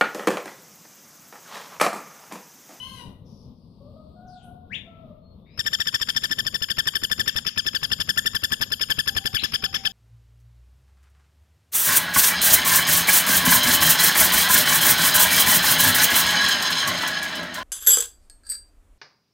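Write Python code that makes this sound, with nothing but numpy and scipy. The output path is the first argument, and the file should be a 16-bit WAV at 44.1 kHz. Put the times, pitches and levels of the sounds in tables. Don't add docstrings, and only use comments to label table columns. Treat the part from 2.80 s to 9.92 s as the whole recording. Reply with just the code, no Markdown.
import sys
import numpy as np
from scipy import signal
from scipy.fft import rfft, irfft, next_fast_len
from scipy.io import wavfile

SR = 44100
rng = np.random.default_rng(int(sys.argv[2]) if len(sys.argv) > 2 else 0)


def materialize(psi):
    bounded = np.clip(np.atleast_2d(psi).T, -1, 1)
    quanta = np.round(bounded * 32767).astype(np.int16)
    wavfile.write(sys.argv[1], SR, quanta)


N = 313992
TIME = np.arange(N) / SR
RASP_LEAD_S, PUFF_LEAD_S, VOICE_LEAD_S = .018, .0086, .006

# [gain_db, gain per unit of sag_db, gain_db per dB of fullness, left over right_db]
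HARMONIC_MIX = [(-3, -6.5, 1.0, 11.5), (-6.5, 6, 0.22, 12.5), (-4, -1.5, -0.03, 12.5), (-13.5, -4, 0.55, 2)]


def rattle(left_lag_s=.00019, unsteady_db=2.5):
    since, length, level_db, rough, fullness = note_clock()
    share = np.clip(since / length, 0, 2)
    share = share + 0.078 * waver(7.87) * np.sin(np.pi * np.minimum(share, 1))
    elapsed = np.maximum(TIME - NOTES[0][0], 0)

    swoop_s = .0034
    swoop = 1.6 * np.clip(2 * (1 - since / swoop_s), 0, 1)
    climb = .4 * elapsed * np.maximum(1 - share / .45, 0) ** 2
    droop = 2.0 * abs(share) ** 3.8
    sag = np.minimum(swoop + climb + droop, 2.7)
    top_hz = 1814 + 2.5 * fullness - 8 * elapsed
    sag_per_s = 4.0
    unsteady = 1 + .01202 * waver(321) + .008 * waver(8)
    pitch_hz = top_hz * (1 - sag * sag_per_s * length) * unsteady
    phase = 2 * np.pi * np.cumsum(pitch_hz) / SR

    fray = 7 * np.clip(1 - 2 * since / swoop_s, 0, 1)
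    rough = np.clip((rough + 0.014) * from_db(4.5 * waver(7)) * (1.67 + fray), 0, 1)

    accent_db = 2.5 * np.exp(-((since - swoop_s) / .0011) ** 2)
    swell = envelope(since + VOICE_LEAD_S, attack_s=.0095, hold_s=VOICE_LEAD_S + .88 * length, release_s=.016)
    swell = swell * from_db(level_db + accent_db) / np.sqrt(1 + rough ** 2)

    rough_hz = 750
    flutter, out = waver(rough_hz), 0
    for k, (db, sag_db, full, pan_db) in enumerate(HARMONIC_MIX, 1):
        tone = (1 + rough * flutter) * np.sin(k * phase + rough * waver(rough_hz) + waver(10.2))
        gain_db = db + sag_db * np.minimum(sag, 1) + full * fullness + unsteady_db * waver(144)
        out = out + leftward(tone * swell * from_db(gain_db), pan_db)
    return np.array([delayed(out[0], left_lag_s), out[1]])


# [start_s, length_s, level_db before accent and harmonic mix]
NOTES = [(2.791, 0.022, -15.5), (2.862, 0.023, -16), (2.931, 0.025, -14.5), (3.001, 0.023, -14.0),
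         (3.07, 0.023, -15.0), (3.142, 0.021, -13.5), (3.213, 0.022, -15.0), (3.287, 0.02, -14.5),
         (3.362, 0.021, -12.5), (3.435, 0.025, -15.0), (3.511, 0.025, -16.5), (3.586, 0.023, -15.5),
         (3.664, 0.022, -15), (3.742, 0.024, -15.5), (3.821, 0.025, -15.5), (3.901, 0.024, -16.5),
         (3.984, 0.024, -15), (4.07, 0.021, -14), (4.152, 0.021, -14.5), (4.233, 0.022, -15.0),
         (4.313, 0.021, -14.5), (4.394, 0.025, -14.5), (4.475, 0.025, -14.5), (4.561, 0.031, -16.0),
         (4.664, 0.031, -17.0), (4.775, 0.031, -14.5), (4.863, 0.029, -15.0), (4.947, 0.027, -14.5),
         (5.03, 0.028, -16.0), (5.116, 0.023, -12.5), (5.2, 0.024, -15), (5.289, 0.023, -13.5),
         (5.374, 0.022, -13.5), (5.459, 0.022, -14.0), (5.548, 0.024, -16.0), (5.635, 0.022, -14.5),
         (5.718, 0.025, -15.0), (5.811, 0.029, -16.0), (5.918, 0.024, -14), (6.011, 0.031, -14.5),
         (6.1, 0.026, -15.0), (6.187, 0.024, -14), (6.274, 0.025, -13), (6.365, 0.023, -14.5),
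         (6.455, 0.025, -16), (6.544, 0.031, -15.5), (6.635, 0.027, -16.0), (6.736, 0.027, -15.0),
         (6.838, 0.028, -15.0), (6.943, 0.028, -15.5), (7.052, 0.027, -13)]
# [time_s, fullness_db]
FULLNESS = [(2.8, -3.5), (2.87, 1.5), (3.3, -2.3), (3.52, 0.18), (3.83, -5.5), (4.0, 2.5), (4.24, -3),
            (4.32, 2), (4.49, 1.07), (4.68, -6.5), (4.79, -2.5), (5.21, -4), (5.39, 5.5), (5.56, 0.4),
            (5.73, 1.1), (6.03, -6), (6.11, -0.07), (7.06, -4)]


def note_clock():
    start, length, level_db = np.transpose(NOTES)
    rough = np.full(len(start), .048)
    screeching = [np.argmin(abs(start - s)) for s, _ in SCREECHES]
    rough[screeching] = .1
    fullness, = along(FULLNESS, start + length / 2)
    now = np.maximum(np.searchsorted(start - RASP_LEAD_S, TIME) - 1, 0)
    return TIME - start[now], length[now], level_db[now], rough[now], fullness[now]


# [frequency_hz, gain_db]
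THROAT = [(1850, 0), (2300, -4), (2800, -0.5), (3650, 0), (4150, -7), (4750, 0.5), (5500, 0), (6100, -9),
          (6750, 0)]


def voice_through_throat():
    return colour(rattle(), THROAT)


# [frequency_hz, relative density_db per Hz]
RASP = [(400, -29), (800, -13.5), (1150, 5), (2000, 4), (3100, 1.5), (4300, -9), (5300, 14.5), (6300, -82),
        (8000, -34), (12000, -10), (15000, -25)]
# [frequency_hz, relative density_db per Hz]
PUFF = [(25, -8.5), (70, 2.5), (150, 0.5), (260, -5.5), (450, -9.5), (750, -20), (1300, -54)]
# [time_s, gain_db]
AIR_LEVEL = [(2.8, -3), (3.4, -2), (3.9, -1), (4.2, 2), (4.85, -1), (5.15, 1), (5.4, 1.5), (5.9, 3),
             (6.45, 2.5), (7.1, -2)]


def rattle_air():
    since, length, _, rough, _ = note_clock()
    rasp_lead = envelope(since + RASP_LEAD_S, attack_s=.0041, hold_s=.0094, release_s=.021)
    rasp_under = envelope(since + VOICE_LEAD_S, attack_s=.0056, hold_s=VOICE_LEAD_S + length, release_s=.035)
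    rasp_under_db = -32 - 480 * np.maximum(since, 0)
    rasping = from_db(-36) * rasp_lead + from_db(rasp_under_db) * rasp_under
    rasp = leftward(air_noise(RASP), pan_db=5.5) * rasping * from_db(2.56 * waver(8.5))

    puff_lead = envelope(since + PUFF_LEAD_S, attack_s=.0028, hold_s=.0054, release_s=.026)
    puff_under = envelope(since, attack_s=.0022, hold_s=.015, release_s=.025)
    puffing = from_db(-31) * puff_lead + from_db(-35) * puff_under
    puff_ride_db = along(AIR_LEVEL, TIME)[0] + 1.6 * waver(4.0)
    puff = leftward(air_noise(PUFF), pan_db=33) * puffing * from_db(puff_ride_db)
    return rasp * (.5 + 10 * rough) + puff


# [frequency_hz, relative density_db per Hz]
SIZZLE = [(6500, -59), (8000, -25.5), (9000, 8.5), (9800, 2.5), (11000, 3.5), (12800, 10.5), (13700, 0.5),
          (15000, -37)]
# [frequency_hz, relative level_db]
SHIMMER = [(8437, -59), (9188, -51.5), (9938, -57.5), (10687, -55.5), (11438, -57), (12188, -55),
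           (12937, -53), (14062, -62)]


def rattle_treble(flicker_db=7, shimmer_gain_db=9, linger_s=.028):
    since, *_, fullness = note_clock()
    burst = envelope(since + .0034, attack_s=.0066, hold_s=.018, release_s=.025)
    lead = envelope(since + RASP_LEAD_S, attack_s=.0015, hold_s=.006, release_s=.015)
    keep = np.exp(-1 / (linger_s * SR))
    lingering = signal.lfilter([1 - keep], [1, -keep], burst + 1e-18)
    sizzling = from_db(-34) * burst + from_db(-54) * lead + from_db(-46) * lingering
    sizzle = air_noise(SIZZLE) * sizzling * from_db(.51 * fullness)
    tones = 0
    for hz, db in SHIMMER:
        flicker = from_db(db + flicker_db * np.tanh(waver(8.8)))
        tones = tones + np.sin(2 * np.pi * hz * TIME) * flicker
    shimmer = tones * lingering * from_db(shimmer_gain_db)
    return leftward((sizzle + shimmer) * from_db(along(AIR_LEVEL, TIME)[0]), pan_db=2.5)


# [time_s, direct level_db]
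SCREECHES = [(3.143, -30), (3.287, -29), (3.435, -31), (4.477, -23), (4.666, -21.5), (6.637, -21.5),
             (6.74, -29), (6.942, -20.5)]
# [frequency_hz, relative density_db per Hz]
SCREECH_COLOUR = [(800, -24), (1500, -2.5), (2400, 1), (3300, 11), (4300, -14), (5300, 13), (6500, -11),
                  (9000, -57)]


def screeches(length_s=.016, wet_db=-9):
    swell = sum(from_db(db) * np.sin(np.pi * np.clip((TIME - s) / length_s, 0, 1)) for s, db in SCREECHES)
    direct = air_noise(SCREECH_COLOUR) * swell
    tail = from_db(wet_db) * scatter(direct[0], t60_scale=.59, build_s=.0036)
    return leftward(direct + tail, pan_db=11)


# [delay_s, gain_db]
CAGE_ECHOES = [(.0026, -33), (.0057, -16), (.0092, -23)]


def cage(voice):
    return leftward(reflections(voice, CAGE_ECHOES, right_path=.98), pan_db=10.5)


# [delay_s, gain_db before colour]
PORCH_ECHOES = [(.034, -43), (.047, -24)]
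# [frequency_hz, gain_db]
PORCH_COLOUR = [(500, 5), (1900, -8), (3400, 0.5), (5600, 0.5), (7100, 12), (8000, -6)]


def porch(voice):
    tail = from_db(-21) * scatter(voice, t60_scale=.95, build_s=.013)
    echoes = reflections(voice, PORCH_ECHOES, right_path=.75)
    return leftward(colour(echoes + tail, PORCH_COLOUR), pan_db=11)


# [start_s, length_s, from_hz, to_hz, level_db before distance]
WHIPS = [(1.892, .063, 1254, 3626, -24.5), (6.543, .055, 1480, 4112, -22)]


def whip_calls():
    whips = sum(call(row, [0, -30, -38], attack_share=.63, release_s=.048, jitter=.024, jitter_hz=496,
                     bend=1.05) for row in WHIPS)
    early = from_db(-5.5) * scatter(whips, t60_scale=.39, build_s=.006)
    late = from_db(-20) * scatter(whips, t60_scale=1.2, build_s=.021)
    return leftward(from_db(-5.0) * whips + early + late, pan_db=16.0)


# start_s, length_s, from_hz, to_hz, level_db before distance
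SQUAWK = (0, 0.21, 1000, 944.5, -41)
SQUAWK_HARMONICS = [-2.5, -12, -2, -7, -15.5, -15, -33, -21.5, -26, -14, -19, -26, -22]
# start_s, length_s, from_hz, to_hz, level_db before distance
SQUEAL = (0, 0.0221, 2984, 3010.5, -31.5)


def squawk_and_squeal():
    squawk = call(SQUAWK, SQUAWK_HARMONICS, attack_share=.0071, release_s=.15, jitter=.017, jitter_hz=204,
                  bend=3.03, arch=.07, rasp=.61)
    squeal = call(SQUEAL, [0, -24], attack_share=.061, release_s=.26, jitter=.02, jitter_hz=200)
    return squawk + squeal


# [start_s, length_s, from_hz, to_hz, level_db before distance]
PEEPS = [(0.438, .2, 5710, 5080, -59.5), (0.648, 0.76, 5170, 4250, -68), (1.46, .17, 7200, 3020, -56.5),
         (1.625, 0.027, 7950, 10900, -60.5), (2.65, .12, 2000, 2500, -57.5)]
# [start_s, length_s, from_hz, to_hz, level_db before distance]
WHISTLES = [(2.388, 0.112, 4250, 4300, -63.5), (2.58, 0.15, 3100, 4000, -62),
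            (2.681, 0.083, 4500, 5300, -59)]


def peeps_and_whistles():
    peeps = sum(call(row, [0, -16], attack_share=.14, release_s=.18, jitter=.085, jitter_hz=650,
                     bend=.6) for row in PEEPS)
    whistles = sum(call(row, [0], attack_share=.57, release_s=.17, jitter=.0047, jitter_hz=101.8,
                        bend=.7) for row in WHISTLES)
    return peeps + whistles


def neighbours():
    others = squawk_and_squeal() + peeps_and_whistles()
    reflected = from_db(-5) * scatter(others, t60_scale=.63, build_s=.008)
    return whip_calls() + leftward(from_db(-5.5) * others + reflected, pan_db=11.5)


# [start_s, length_s, from_hz, to_hz, level_db before distance]
CROWS = [(.995, 0.1, 528.5, 618.5, -50), (1.155, 0.062, 596, 615.5, -46.5), (1.325, .38, 704, 699.3, -48.5),
         (2.02, .3, 644, 588, -51), (6.23, 0.288, 759.5, 755.7, -52.5), (6.71, .41, 744, 760, -55)]


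def rooster(broken_db=2.5):
    crow = sum(call(row, [0, -14], attack_share=.2, release_s=.13, jitter=.019, jitter_hz=79.6,
                    bend=3.03, arch=.04) for row in CROWS)
    crow = crow * from_db(broken_db * waver(25))
    smear = from_db(-2.5) * scatter(crow, t60_scale=1.42, build_s=.0067)
    return leftward(from_db(-1) * crow + smear, pan_db=5.5)


# [frequency_hz, relative density_db per Hz]
TOWN = [(20, -9), (45, -6.5), (80, 2.5), (150, -0.5), (230, 0), (320, -15.5), (520, -14.5), (800, -25.5),
        (1150, -25.5), (1700, -58), (2400, -49), (3600, -33.5), (5200, -50.5), (7000, -65), (15000, -48)]
# [time_s, level_db before its slow wavering]
TOWN_LEVEL = [(0, -43), (.7, -45), (1.3, -46.5), (3.3, -46.5), (4.8, -45.5), (7.1, -45.5)]


def town():
    level_db = along(TOWN_LEVEL, TIME)[0] + 2.36 * waver(3.44)
    return leftward(air_noise(TOWN), pan_db=5.5) * from_db(level_db)


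def call(row, harmonics_db, attack_share, release_s, jitter, jitter_hz, bend=1, arch=0, rasp=0):
    start, length, from_hz, to_hz, level_db = row
    on = (TIME > start) & (TIME < start + length + release_s)
    since, out = TIME[on] - start, np.zeros(N)
    share = np.minimum(since / length, 1)
    glide_hz = from_hz * (to_hz / from_hz) ** (share ** bend)
    pitch_hz = glide_hz * (1 + arch * np.sin(np.pi * share))
    pitch_hz = pitch_hz * (1 + jitter * waver(jitter_hz, size=len(since)))
    phase = 2 * np.pi * np.cumsum(pitch_hz) / SR
    tone = sum(from_db(level_db + db) * np.sin(k * phase) for k, db in enumerate(harmonics_db, 1))
    swell = envelope(since, attack_share * length, length, release_s)
    out[on] = np.sqrt(2) * tone * swell * (1 + rasp * np.sin(phase / 2))
    return out


def envelope(since, attack_s, hold_s, release_s):
    rise = np.clip(since / attack_s, 0, 1) ** 2
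    return rise * np.exp(-np.log(1000) * np.clip((since - hold_s) / release_s, 0, 10))


# [frequency_hz, correlation 0-1]
LIKENESS = [(60, 0.92), (290, 0.97), (640, 0.63), (1400, 0.18), (6000, 0.077), (15000, 0.16)]


def air_noise(spectrum):
    size = next_fast_len(N)
    hz = np.arange(size // 2 + 1) * SR / size
    mid, side = rfft(rng.standard_normal((2, size)))
    alike = np.clip(at_hz(LIKENESS, hz), -1, 1)
    both = np.sqrt(1 + alike) * mid + np.sqrt(1 - alike) * side * [[1], [-1]]
    return rms_one(irfft(both * from_db(at_hz(spectrum, hz)), size)[:, :N])


# [frequency_hz, t60_s]
RING_TIME = [(300, 0.59), (1800, 0.79), (3500, 0.51), (5500, 0.52), (12000, 0.59)]


def scatter(x, t60_scale, build_s):
    t = np.arange(SR) / SR
    edges_hz, tail = np.geomspace(150, 16000, num=8), 0
    for low, high in zip(edges_hz, edges_hz[1:]):
        sos = signal.butter(2, [low, high], "band", fs=SR, output="sos")
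        band = signal.sosfilt(sos, rng.standard_normal((2, SR)))
        t60_s = t60_scale * at_hz(RING_TIME, np.sqrt(low * high))
        tail = tail + band * np.exp(-np.log(1000) * t / t60_s)
    tail = tail * (1 - np.exp(-t / build_s))
    return signal.fftconvolve(x[None], rms_one(tail) / np.sqrt(SR), axes=1)[:, :N]


def reflections(x, rows, right_path):
    return np.array([sum(from_db(db) * delayed(x, s * path) for s, db in rows) for path in (1, right_path)])


def delayed(x, delay_s):
    return np.interp(TIME - delay_s, TIME, x, left=0, right=0)


def colour(x, spectrum):
    size = next_fast_len(N + SR // 10)
    hz = np.arange(size // 2 + 1) * SR / size
    return irfft(rfft(x, size) * from_db(at_hz(spectrum, hz)), size)[..., :N]


def leftward(x, pan_db):
    return x * from_db([[0], [-pan_db]])


def waver(rate_hz, size=N):
    sos = signal.butter(2, min(rate_hz, SR / 4), fs=SR, output="sos")
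    return rms_one(signal.sosfilt(sos, rng.standard_normal(size + SR))[SR:])


def at_hz(points, hz):
    f, value = np.transpose(points)
    return np.interp(np.log(np.maximum(hz, 1)), np.log(f), value)


def along(rows, where):
    first, *columns = np.transpose(rows)
    return [np.interp(where, first, c) for c in columns]


def from_db(db):
    return 10 ** (np.asarray(db) / 20)


def rms_one(x):
    return x / np.sqrt(np.mean(x ** 2) + 1e-20)


def scene():
    voice = voice_through_throat()
    bird = voice + rattle_air() + rattle_treble() + screeches()
    return bird + cage(voice[0]) + porch(voice[0]) + neighbours() + rooster() + town()


def record(dry, ceiling=.37, cutoff_hz=14700):
    rounded = dry / (1 + (dry / ceiling) ** 6) ** (1 / 6)
    return signal.sosfilt(signal.ellip(10, .2, 90, cutoff_hz, fs=SR, output="sos"), rounded)


dry = scene()
out = record(dry)
materialize(out)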